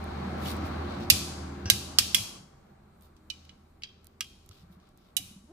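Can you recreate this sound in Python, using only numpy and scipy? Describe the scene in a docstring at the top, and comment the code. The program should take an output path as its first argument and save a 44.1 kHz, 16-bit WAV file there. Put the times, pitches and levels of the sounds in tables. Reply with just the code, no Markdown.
"""A bare workshop, where a ratchet wrench is worked on the bolts of an engine block.
Snaps and clinks are metal modes struck by uneven contacts, with a broad crack and a diffuse hall tail.
Treble ticks lie on the right; sleeves rub in grainy noise, the bench thuds in short sines, a squeak ends it.
Shaped noise makes hall and rumble, wavering sines the machine hum; after the first snaps the hall noise
sinks by about 25 dB, with hum and most of the rumble following. A faint hiss and whine stay steady."""
import sys
import numpy as np
from scipy import signal
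from scipy.io import wavfile

SR = 44100
rng = np.random.default_rng(int(sys.argv[2]) if len(sys.argv) > 2 else 0)


def output_pcm(signal):
    """Save a mono or channel-first signal as 16-bit PCM at the path in sys.argv[1].

    Samples are clipped to [-1, 1] before scaling.
    """
    pcm = np.clip(np.atleast_2d(signal).T, -1, 1) * 32767
    wavfile.write(sys.argv[1], SR, np.round(pcm).astype(np.int16))


N = 243431


def amp(db):
    """Turn dB into a linear gain."""
    return 10 ** (np.asarray(db) / 20)


def rms_one(x):
    """Scale a signal to an rms of 1."""
    return x / np.sqrt(np.mean(x ** 2) + 1e-20)


def low_pass(x, hz, order):
    """Dull a signal above this pitch."""
    return signal.lfilter(*signal.butter(order, hz, fs=SR), x)


def in_time(rows):
    """Draw each column as a line through its points in time."""
    s, *columns = np.transpose(rows)
    return [np.interp(np.arange(N) / SR, s, c) for c in columns]


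def at_hz(points, hz):
    """Read a curve at a pitch, straight over log frequency."""
    return np.interp(np.log(hz), np.log(np.array(points)[:, 0]), np.array(points)[:, 1])


def panned(pan_db):
    """Left and right gains that differ by pan_db; positive leans left."""
    return amp(np.array([[.5], [-.5]]) * pan_db)


def drift(rate, depth=1, shape=np.asarray):
    """Slow chance of spread depth, drawn at every 40th sample and passed through shape."""
    r = np.exp(-80 * np.pi * rate / SR)
    draws = rng.standard_normal(N // 40 + 2002)
    slow = signal.lfilter([1], [1, -2 * r, r * r], draws)[2000:]
    return np.interp(np.arange(N) / 40, np.arange(len(slow)), shape(depth * rms_one(slow)))


def stroke_db(s, hold_s, rise_db_s, fall_db_s):
    """Level of one gesture: rises to 0 dB at s, holds, falls away."""
    t = np.arange(N) / SR
    rise = abs(rise_db_s) * (t - s)
    fall = abs(fall_db_s) * (s + hold_s - t)
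    return np.minimum(0, np.minimum(rise, fall))


def resonance(x, hz, width):
    """Two-pole peak of gain 1."""
    r = np.exp(-np.pi * width / SR)
    poles = [1, -2 * r * np.cos(2 * np.pi * hz / SR), r * r]
    return signal.lfilter([(1 - r * r) / 2, 0, (r * r - 1) / 2], poles, x)


def bands(lo_hz, hi_hz):
    """Band-passes of about half an octave, with their centres."""
    edges = np.geomspace(lo_hz, hi_hz, int(2 * np.log2(hi_hz / lo_hz)) + 2)
    return [(np.sqrt(a * b), signal.butter(2, [a, b], "band", fs=SR, output="sos"))
            for a, b in zip(edges, edges[1:])]


# How alike the two channels are. Each row: pitch in Hz, likeness (held within -1 to 1).
STEREO_LIKENESS = [(60, 0.98), (130, 0.98), (290, 0.86), (640, -0.47), (1410, 0.4), (3100, -0.55),
                   (6820, 0.23), (15000, -1.8)]
# Which way the noise leans. Each row: pitch in Hz, left minus right in dB.
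STEREO_BALANCE = [(60, -1), (110, -0.5), (200, 0.5), (380, -3.5), (700, -0.5), (1290, 1.5), (2380, 7.5),
                  (4400, 5), (8120, -3.5), (15000, -7.5)]


def stereo(pair, hz):
    """Two unrelated signals mixed to about the likeness and balance of the hall at this pitch."""
    alike = np.clip(at_hz(STEREO_LIKENESS, hz), -1, 1)
    mix = np.sqrt([1 + alike, 1 - alike]) * [[1, 0.8], [1, -0.97]]
    return panned(at_hz(STEREO_BALANCE, hz)) * mix @ pair


def noise(spectrum, patchy_db, modes=()):
    """Stereo noise of a spectrum with flickering bands, plus narrow resonances; rms about 1."""
    white = rng.standard_normal((2, 2, N))
    out = 0
    for k, (hz, sos) in enumerate(bands(spectrum[0][0], min(spectrum[-1][0], 18000))):
        band = amp(at_hz(spectrum, hz)) * signal.sosfilt(sos, white[k % 2])
        out = out + drift(3.6, patchy_db, amp) * stereo(band, hz)
    out = rms_one(out)
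    for hz, width, db in modes:
        out = out + stereo(amp(db) * rms_one(resonance(white[0], hz, width)), hz)
    return out


# Ringing modes of the wrench. Each row: pitch in Hz, width in Hz, strength in dB before dividing by width.
WRENCH_MODES = [(1250, 70, -12), (1620, 22, -13), (2100, 120, -4), (2410, 18, -10), (2650, 60, 0),
                (2830, 42, -4), (2960, 45, -2), (3070, 80, -1), (3225, 8, -14), (3340, 80, 2),
                (3460, 80, -3), (3870, 45, -6), (4240, 100, -1), (4600, 150, 2), (4850, 10, -14),
                (5260, 110, 1), (5800, 160, 0), (6150, 160, 0), (6600, 140, 0), (7400, 240, 1),
                (9450, 160, -1), (10400, 200, 1), (11400, 200, -1), (13400, 300, 0)]
# Colour of the broad crack before each blow's tilt. Each row: pitch in Hz, relative density in dB per Hz.
CRACK_COLOUR = [(410, -51.5), (700, -35), (1100, -21.5), (1640, -13.5), (2350, -3), (2950, 4.5), (3550, 0),
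                (4610, 1.5), (7790, -9.5), (13000, -18.5), (15000, -19), (16000, -24)]
MODE_CHANCE_DB = 1.2  # spread per mode and blow
# The sharpest modes come in pairs that beat: width limit, split as a share of pitch, twin's level.
TWIN_UNDER_HZ, TWIN_SPLIT, TWIN_DB = 15, .022, -4
# The ring flutters unevenly once the contacts die away: upper rate, depth.
RING_FLUTTER_HZ, RING_FLUTTER = 40, .4


def blow(lifts, tilt, chatter_s, crack_db, bank, size=8192):
    """Uneven, dying contacts strike modes, the favoured shifted a little by the grip; a crack rides on top.

    Returns the sound, peak 1, and its broad colour alone as one click of unit energy."""
    fade = np.exp(-np.arange(size) / SR / max(chatter_s, 1e-4))
    contacts = rng.standard_normal(size) * (rng.random(size) < .3) * fade
    contacts[0] = 1.7
    impulse = signal.unit_impulse(size)
    strike = impulse + .07 * contacts + 1e-18  # the first contact sets most of the ring
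    favoured = {}
    for hz, lift_db in lifts:
        nearest = min(WRENCH_MODES, key=lambda mode: abs(mode[0] - hz))
        favoured[nearest[0]] = (hz, lift_db)

    rings = 0
    for k, (hz, width, db) in enumerate(WRENCH_MODES):
        hz, lift_db = favoured.get(hz, (hz, 0))
        gain = amp(db + at_hz(tilt, hz) + lift_db + rng.normal(0, MODE_CHANCE_DB))
        ring = resonance(strike, hz, width)
        if width < TWIN_UNDER_HZ:
            ring = ring + amp(TWIN_DB) * resonance(strike, hz * (1 - TWIN_SPLIT), width)
        rings = rings + (-1) ** k * gain / width * ring
    flutter = low_pass(rng.standard_normal(size), RING_FLUTTER_HZ, 1)
    rings = rings * (1 + RING_FLUTTER * rms_one(flutter) * (1 - fade))

    both = np.array([contacts, impulse]) + 1e-18
    crack, click = sum(amp(at_hz(CRACK_COLOUR, hz) + at_hz(tilt, hz)) * signal.sosfilt(sos, both) * (-1) ** k
                       for k, (hz, sos) in enumerate(bank))
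    out = rms_one(rings) + amp(crack_db) * rms_one(crack)
    return out / np.abs(out).max(), click / np.linalg.norm(click)


# Reflections off walls and bench. Each row: delay in seconds, left in dB, right in dB.
EARLY_ECHOES = [(0.0123, -18, -19), (0.018, -15, -24), (.0361, -21, -25.5)]


def echoes(x):
    """A few early reflections, duller than the direct sound."""
    dull = low_pass(x, 7000, 1)
    return sum(amp([[left_db], [right_db]]) * np.roll(dull, round(s * SR))
               for s, left_db, right_db in EARLY_ECHOES)


# Decay of the hall before the late cut. Each row: pitch in Hz, time to fall 60 dB in seconds.
HALL_DECAY = [(1000, 0.45), (3000, 0.79), (7000, 0.9), (12000, 0.6), (16000, 0.069)]
# Which way the tail leans. Each row: pitch in Hz, left minus right in dB.
TAIL_BALANCE = [(600, -6), (1500, 1), (3000, 2), (5000, 4), (8000, 0.5), (13000, -7)]
TAIL_KNEE_S, TAIL_CUT_DB_S = 0.73, 37.5  # after this long the tail sinks faster


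def room(x):
    """A diffuse tail of its own in each channel, dying band by band, fast at first."""
    t = np.arange(SR) / SR
    white = rng.standard_normal((2, 2, SR))
    tail = 0
    for k, (hz, sos) in enumerate(bands(440, 21000)):
        decay = amp(-60 * t / at_hz(HALL_DECAY, hz))
        tail = tail + signal.sosfilt(sos, white[k % 2]) * decay * panned(at_hz(TAIL_BALANCE, hz))
    tail = tail * (1 - np.exp(-t / 0.0015)) * (1 + 4.5 * np.exp(-t / 0.007))
    tail = tail * amp(-TAIL_CUT_DB_S * np.maximum(t - TAIL_KNEE_S, 0))
    return signal.fftconvolve(x[None], tail, axes=1)[:, :N]


# Metal blows. Each row: start in seconds, peak in dB before panning and room, favoured modes as pairs of
# pitch in Hz and lift in dB, then tilt in dB of the body (1300 Hz), low modes (2800 Hz) and high modes
# (11000 Hz), pan in dB (left minus right), left delay in ms, chatter decay in seconds,
# crack over ring in dB, send to the hall in dB.
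WRENCH_BLOWS = [(0.458, -31, [(2950, 13), (3330, 12), (4240, 4)], -9, -5, -8, -6, .05, .012, -12, -34),
                (1.1006, 6.5, [(2627, 19), (2815, 18), (4608, 17), (11412, 18)],
                -5, -3.5, 9, -6.5, 0.13, 0.0045, -1.5, -33), (1.657, -25, [(1625, 21), (2734, 17),
                (5000, 12), (5770, 19)], -5.5, -10, -20, 2, .05, 0.074, -21, -31), (1.7, 4, [(2104, 17.5),
                (3316, 15), (3852, 16.5), (5216, 6.5)], 0, -3.5, 9.5, -6, 0.14, 0.0028, 0, -35.5),
                (1.986, 3, [(1250, 7.5), (3068, -2), (4602, 19.5), (5297, 17)],
                -3, -3, 7, -6.5, 0.095, 0.0042, -3.5, -34), (2.1462, -2, [(2099, 16.5), (3073, 10.5),
                (3348, 14.5), (5302, 13)], -4.5, -1.5, 10, -5.5, 0.043, 0.0021, -2.5, -29),
                (3.166, -52.5, [(3330, 9.5)], -9, -2, 0.5, -0.5, 0.093, .0015, 3, -27.5),
                (3.3008, -19, [(2406, 15), (2960, 16), (3900, 18), (6454, 9.5)],
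                -10.5, -3.5, -5, -3, 0.65, 0.0048, -1, -37), (3.451, -47, [(3070, 13), (5260, 11)],
                -9, 0, 3, -0.5, .05, .003, 0, -36), (3.4932, -38.5, [(2960, 15.5), (5260, 12.5)],
                -6.5, 5.5, -14.5, -5, 0.058, 0.003, 1.5, -34), (3.8217, -36.5, [(2228, 13.5), (3046, 12),
                (3289, 9)], -5, 3.5, -4, 2.5, 0.054, 0.0024, -5, -35.5), (3.8345, -23.5, [(3282, 22),
                (4170, 9.5), (4720, 16.5), (3253, 14)], -8, 0.5, -30, -1.5, 0.21, 0.0042, 0, -38),
                (3.842, -30.5, [(4200, 10), (2844, 14)], 2, 3, -22, 6, 0.12, 0.0049, 6, -40),
                (3.89, -47.5, [(3461, 20)], -11, 6, -15, 8, 0.19, .001, -8, -35.5),
                (4.2074, -14.5, [(1260, 13.5), (2100, 14.5), (2847, 8), (2976, 10), (3235, 11.5),
                (3330, 16.5), (5260, 13)], -1.4, 3.5, 8.5, -1.5, 0.018, 0.0033, 0.5, -38),
                (4.512, -42.5, [(1280, 22.5), (4300, 10.5)], -3.5, -3, -10.5, -1, 0.072, .0026, -4, -34),
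                (4.8, -56, [(1250, 18), (3070, 8)], -3.5, -3.5, -8.5, -0.5, 0.07, .004, 1, -34),
                (5.167, -10.5, [(1330, 5.5), (2928, 17), (3865, 19), (5194, 16), (10389, 10.5)],
                -7, 0, 16, -9, 0.13, 0.0081, 0, -34.5)]
# A notch for the left channel, then the right. Each row: pitch in Hz, width in Hz, gain in dB.
CHANNEL_DIPS = [(3200, 1400, -7), (4930, 400, -2.5)]
SHADOW_HZ, SHADOW_DB = 8000, -11  # the left side is shaded from the wrench above this pitch
RING_TO_ROOM, RING_TO_ROOM_HZ = .13, 4500  # share of the ring that the hall carries, below this pitch


def wrench(level_db):
    """Metal blows, direct and through the hall; each offsets the level at its start, then rides it."""
    direct, sent = np.zeros((2, N + 8192)), np.zeros(N + 8192)
    bank = bands(580, 17070)
    for (s, db, lifts, body_db, low_db, high_db, pan_db,
         late_ms, chatter_s, crack_db, hall_db) in WRENCH_BLOWS:
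        i = round(s * SR)
        gain = amp(db - level_db[i])
        tilt = [(1300, body_db), (2800, low_db), (5000, 0.0084), (11000, high_db)]
        hit, click = blow(lifts, tilt, chatter_s, crack_db, bank)
        starts = i + round(late_ms * SR / 1000), i
        for channel, start, side in zip(direct, starts, panned(pan_db)):
            channel[start:start + len(hit)] += gain * side * hit
        # all directions mix in the hall, so mostly the broad colour reaches the tail
        carried = RING_TO_ROOM * low_pass(hit, RING_TO_ROOM_HZ, 2)
        sent[i:i + len(hit)] += gain * amp(hall_db) * (click + carried)

    direct += 1e-18
    early = echoes(direct.mean(axis=0))
    dull = low_pass(direct[0], SHADOW_HZ, 2)
    direct[0] = dull + amp(SHADOW_DB) * (direct[0] - dull)
    direct = np.array([channel + (amp(db) - 1) * resonance(channel, hz, width)
                       for channel, (hz, width, db) in zip(direct, CHANNEL_DIPS)])
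    return ((direct + early)[:, :N] + room(sent)) * amp(level_db)


# Thin bright ticks. Each row: start in seconds, peak in dB before panning, pan in dB (left minus right).
BRIGHT_TICKS = [(0.0418, -42, -15), (0.567, -40, -13), (3.01, -56, -14.5), (3.023, -52.5, -15.5),
                (4.0324, -65.5, -6.5), (4.045, -48.5, -18.5), (4.0554, -55, -11), (4.0695, -44, -21),
                (4.462, -53, -18.5), (4.491, -49.5, -32), (4.89, -56.5, -9), (4.975, -50.5, -10)]
TICK_LOW_HZ, TICK_HIGH_HZ = 6000, 14200


def ticks():
    """Tiny snaps: treble-filtered noise that dies within milliseconds."""
    out, fade = np.zeros((2, N)), np.exp(-np.arange(300) / SR / 0.00069)
    treble = signal.butter(1, (TICK_LOW_HZ, TICK_HIGH_HZ), "band", fs=SR)
    for s, db, pan_db in BRIGHT_TICKS:
        snap = signal.lfilter(*treble, rng.standard_normal(300) * fade)
        out[:, round(s * SR):][:, :300] += panned(pan_db) * amp(db) * snap / np.abs(snap).max()
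    return out


# Colours of the cloth. Each row: pitch in Hz, relative density in dB per Hz.
RUB_BRIGHT_COLOUR = [(6000, -17.5), (8000, 3), (11000, -3.5), (14000, 5), (16000, 0)]
RUB_DULL_COLOUR = [(1800, -16), (2800, -2.5), (4500, -2.5), (6500, -8.5), (8000, -38.5)]
# Resonances in the dull rub. Each row: pitch in Hz, width in Hz, level in dB.
RUB_RESONANCES = [(3770, 270, -16), (4400, 500, -12)]
# Sleeve strokes. Each row: start of the full level in seconds, rise before it in dB per second,
# hold in seconds, bright level in dB, dull level in dB.
SLEEVE_RUBS = [(0.457, 305, 0.052, -44.5, -45), (0.58, 300, 0.063, -73, -59.5),
               (0.654, 2000, 0.007, -53, -56), (0.906, 618, 0.055, -100, -56),
               (1.008, 604, 0.031, -64, -54), (3.016, 2001, 0.039, -66, -72),
               (4.519, 1001, 0.096, -69.5, -65.5), (4.715, 1000, 0.022, -70, -75.5),
               (4.819, 600.5, 0.08, -84.5, -75.5), (4.984, 599.5, 0.11, -77, -75)]
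RUB_FALL_DB_S = 352


def sleeves():
    """Rubbing cloth: grainy noise in a bright and a dull band, swelling with each stroke."""
    bright = noise(RUB_BRIGHT_COLOUR, patchy_db=.7)
    dull = noise(RUB_DULL_COLOUR, patchy_db=.7, modes=RUB_RESONANCES)
    bright_gain, dull_gain = sum(
        amp(stroke_db(s, hold_s, rise_db_s, RUB_FALL_DB_S) + [[bright_db], [dull_db]])
        for s, rise_db_s, hold_s, bright_db, dull_db in SLEEVE_RUBS)
    grain = drift(150, 2.5, amp)
    return grain * (bright_gain * bright + dull_gain * dull)


SQUEAK_S, SQUEAK_DB, SQUEAK_RISE_DB_S = 5.52, -52, 420  # top of the swell, gain there, rise up to it
SQUEAK_PER_S, SQUEAK_GLIDE_PER_S2 = 385, 2500  # slips per second at the top, and how fast they quicken


def squeak():
    """Stick-slip pulses of a bolt under load, uneven and rounded, quicken as they swell into a resonance."""
    before = np.maximum(SQUEAK_S - np.arange(N) / SR, 0)
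    per_s = np.maximum(SQUEAK_PER_S - SQUEAK_GLIDE_PER_S2 * before, SQUEAK_PER_S / 2)
    turns = np.cumsum(per_s * (1 + drift(60, .05))) / SR
    slips = np.diff(np.floor(turns), prepend=0) * (1 + 0.3 * rng.standard_normal(N))
    soft = low_pass(slips, 900, 2)
    return amp(SQUEAK_DB - SQUEAK_RISE_DB_S * before) * rms_one(resonance(soft, 260, 155))


# Thuds and small knocks through the bench. Each row: start in seconds, envelope peak in dB, pitch in Hz.
BENCH_THUDS = [(1.121, -27, 94), (1.657, -28, 95.7), (1.721, -29, 109), (2.009, -35, 104),
               (2.199, -35.5, 103), (2.306, -53.5, 1150), (2.356, -51, 1143), (2.536, -62.5, 1157),
               (2.645, -67, 1260), (4.499, -46.5, 96.7), (4.635, -65.5, 1170), (4.631, -48.5, 171),
               (4.698, -48, 182), (4.75, -66.5, 1167), (4.768, -47.5, 184), (4.83, -64.5, 1212),
               (5.185, -55, 736), (5.196, -50, 288), (5.201, -47, 110), (5.217, -49, 190),
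               (5.248, -48.5, 98), (5.311, -47.5, 217), (5.362, -44, 191.4), (5.439, -50, 223.6)]
THUD_T60_S, THUD_SHORTENS = 0.14, .3  # at 100 Hz; power by which higher thuds die sooner


def thuds():
    """Soft pushes: a sine that swells for a moment and dies."""
    out, t = np.zeros(N + SR), np.arange(SR // 2) / SR
    for s, db, hz in BENCH_THUDS:
        decay = amp(-60 * t / THUD_T60_S * (hz / 100) ** THUD_SHORTENS)
        swell = (1 - np.exp(-t / 0.0016)) * decay
        out[round(s * SR):][:len(t)] += amp(db) * swell / swell.max() * np.sin(2 * np.pi * hz * t)
    return out[:N]


# Fainter multiples that come and go. Each row: multiple of the hum pitch, mid level in dB.
HUM_MULTIPLES = [(2.5, -13), (3.0, -14), (4.0, -16), (5.0, -17)]
# Two more multiples that swell for a while. Each row: multiple of the hum pitch, mid level in dB.
HUM_SWELL_MULTIPLES = [(3.5, -8), (4.47, -9)]
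HUM_SWELL_S, HUM_SWELL_HOLD_S = .9, 0.95  # full from this time, for this long
# The hum fades for a while. Each row: full depth from in seconds, length in seconds, depth in dB.
HUM_FADES = [(2.252, 0.38, 12.5), (4.822, 0.3, 8)]
HUM_HZ, HUM_WAVER_HZ, HUM_WAVER_DB = 78.4, 1.3, 2.0  # pitch, spread of pitch, spread of strength
REFERENCE_DB = -45  # hall level at which hum and rumble have their stated levels
HUM_DB, HUM_FOLLOWS = -38.5, .85  # level; share of the hall level's swing


def hum(level_db):
    """A machine tone that wavers in pitch and strength, with steady-pitched multiples of wavering strength."""
    turns = 2 * np.pi * np.cumsum(HUM_HZ + drift(12, HUM_WAVER_HZ)) / SR
    even = 2 * np.pi * HUM_HZ * np.arange(N) / SR
    upper = sum(amp(db) * drift(2.5, 4, amp) * np.sin(k * even) for k, db in HUM_MULTIPLES)
    swelling = sum(amp(db) * drift(4, 2.5, amp) * np.sin(k * even) for k, db in HUM_SWELL_MULTIPLES)
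    swell = amp(stroke_db(HUM_SWELL_S, HUM_SWELL_HOLD_S, 40, 40)) * swelling
    tone = np.sqrt(2) * (drift(8, HUM_WAVER_DB, amp) * np.sin(turns) + upper + swell)
    fades_db = sum(db * amp(stroke_db(s, length_s, 120, 57)) for s, length_s, db in HUM_FADES)
    return amp(HUM_DB + HUM_FOLLOWS * (level_db - REFERENCE_DB) - fades_db) * tone


# Colour of the rumble. Each row: pitch in Hz, relative density in dB per Hz.
RUMBLE_COLOUR = [(24, -46.5), (40, -14.5), (62, -4), (80, -1), (108, -2.5), (190, -1), (296, -5),
                 (354, -14), (460, -19.5), (700, -31), (910, -53), (1540, -120)]
# Resonances in the rumble. Each row: pitch in Hz, width in Hz, level in dB.
RUMBLE_RESONANCES = [(141, 7.4, -7), (187, 25, -12.5), (344, 15, -13.5)]
# Colour of the deepest rumble. Each row: pitch in Hz, relative density in dB per Hz.
SUB_COLOUR = [(18, -2), (25, -2), (40, 1.5), (60, 0.5), (75, -23.5)]
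RUMBLE_DB, RUMBLE_FOLLOWS = -40, 0.9  # level at REFERENCE_DB; share of the hall level's swing
SUB_DB = -67


def rumble(level_db):
    """Low patchy noise that follows the hall level, over a deepest layer that does not."""
    rumble_db = RUMBLE_DB + RUMBLE_FOLLOWS * (level_db - REFERENCE_DB)
    low = amp(rumble_db) * noise(RUMBLE_COLOUR, patchy_db=3.0, modes=RUMBLE_RESONANCES)
    return low + amp(SUB_DB) * noise(SUB_COLOUR, patchy_db=1.9)


# Colour of the hall's noise. Each row: pitch in Hz, relative density in dB per Hz.
HALL_COLOUR = [(240, -31.5), (400, -1.5), (474, -11), (512, 0.5), (636, 6.5), (1250, 0.5), (2020, -7.5),
               (2630, -16.5), (3020, -3), (6340, -34.5), (7280, -53), (11000, -41), (14800, -38),
               (16000, -34)]
# Resonances of the hall's noise. Each row: pitch in Hz, width in Hz, level in dB.
HALL_RESONANCES = [(608, 25, -13.5), (784, 9.8, -10.5), (1120, 55, -18), (1312, 7.4, -15.5)]


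def hall(level_db):
    """Air of the workshop: shaped noise with narrow resonances, 4 dB above the hall level."""
    return amp(level_db + 4.0) * noise(HALL_COLOUR, patchy_db=1.0, modes=HALL_RESONANCES)


# How loud the hall comes through. Each row: time in seconds, level in dB.
HALL_LEVEL = [(0.0, -48.5), (0.47, -44.5), (0.98, -47), (1.25, -51), (1.63, -53), (1.84, -55.5),
              (2.23, -57.5), (2.38, -62), (2.48, -69), (2.61, -69.5), (3.17, -72), (3.5, -71.5),
              (3.63, -73.5), (4.2, -74), (4.45, -74), (4.7, -71.5), (5.0, -73.5), (5.3, -71.5), (5.42, -76),
              (5.52, -74.5)]


def scene():
    """The wrench and the sounds around it, over the sinking bed of the hall."""
    level_db, = in_time(HALL_LEVEL)
    work = wrench(level_db) + ticks() + sleeves() + squeak() + thuds()
    return work + hum(level_db) + rumble(level_db) + hall(level_db)


# Colour of the microphone hiss. 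Each row: pitch in Hz, relative density in dB per Hz.
HISS_COLOUR = [(5000, -10.5), (8000, -5.5), (12000, -5), (14500, -4), (16500, -3)]
HISS_DB = -78.5
WHINE_HZ, WHINE_DB = 14406, -94.5  # a thin steady tone
CUTOFF_HZ = 16200


def record(dry):
    """The microphone adds a faint hiss and whine; the hardest peaks clip and the top is cut."""
    hiss = amp(HISS_DB) * noise(HISS_COLOUR, patchy_db=2.5)
    whine = amp(WHINE_DB) * np.sin(2 * np.pi * WHINE_HZ * np.arange(N) / SR)
    clipped = np.clip(dry + (hiss + whine), -1, 1)
    top_cut = signal.cheby2(12, 60, CUTOFF_HZ, fs=SR, output="sos")
    return np.clip(signal.sosfilt(top_cut, clipped), -1, 1)


dry = scene()
out = record(dry)
output_pcm(out)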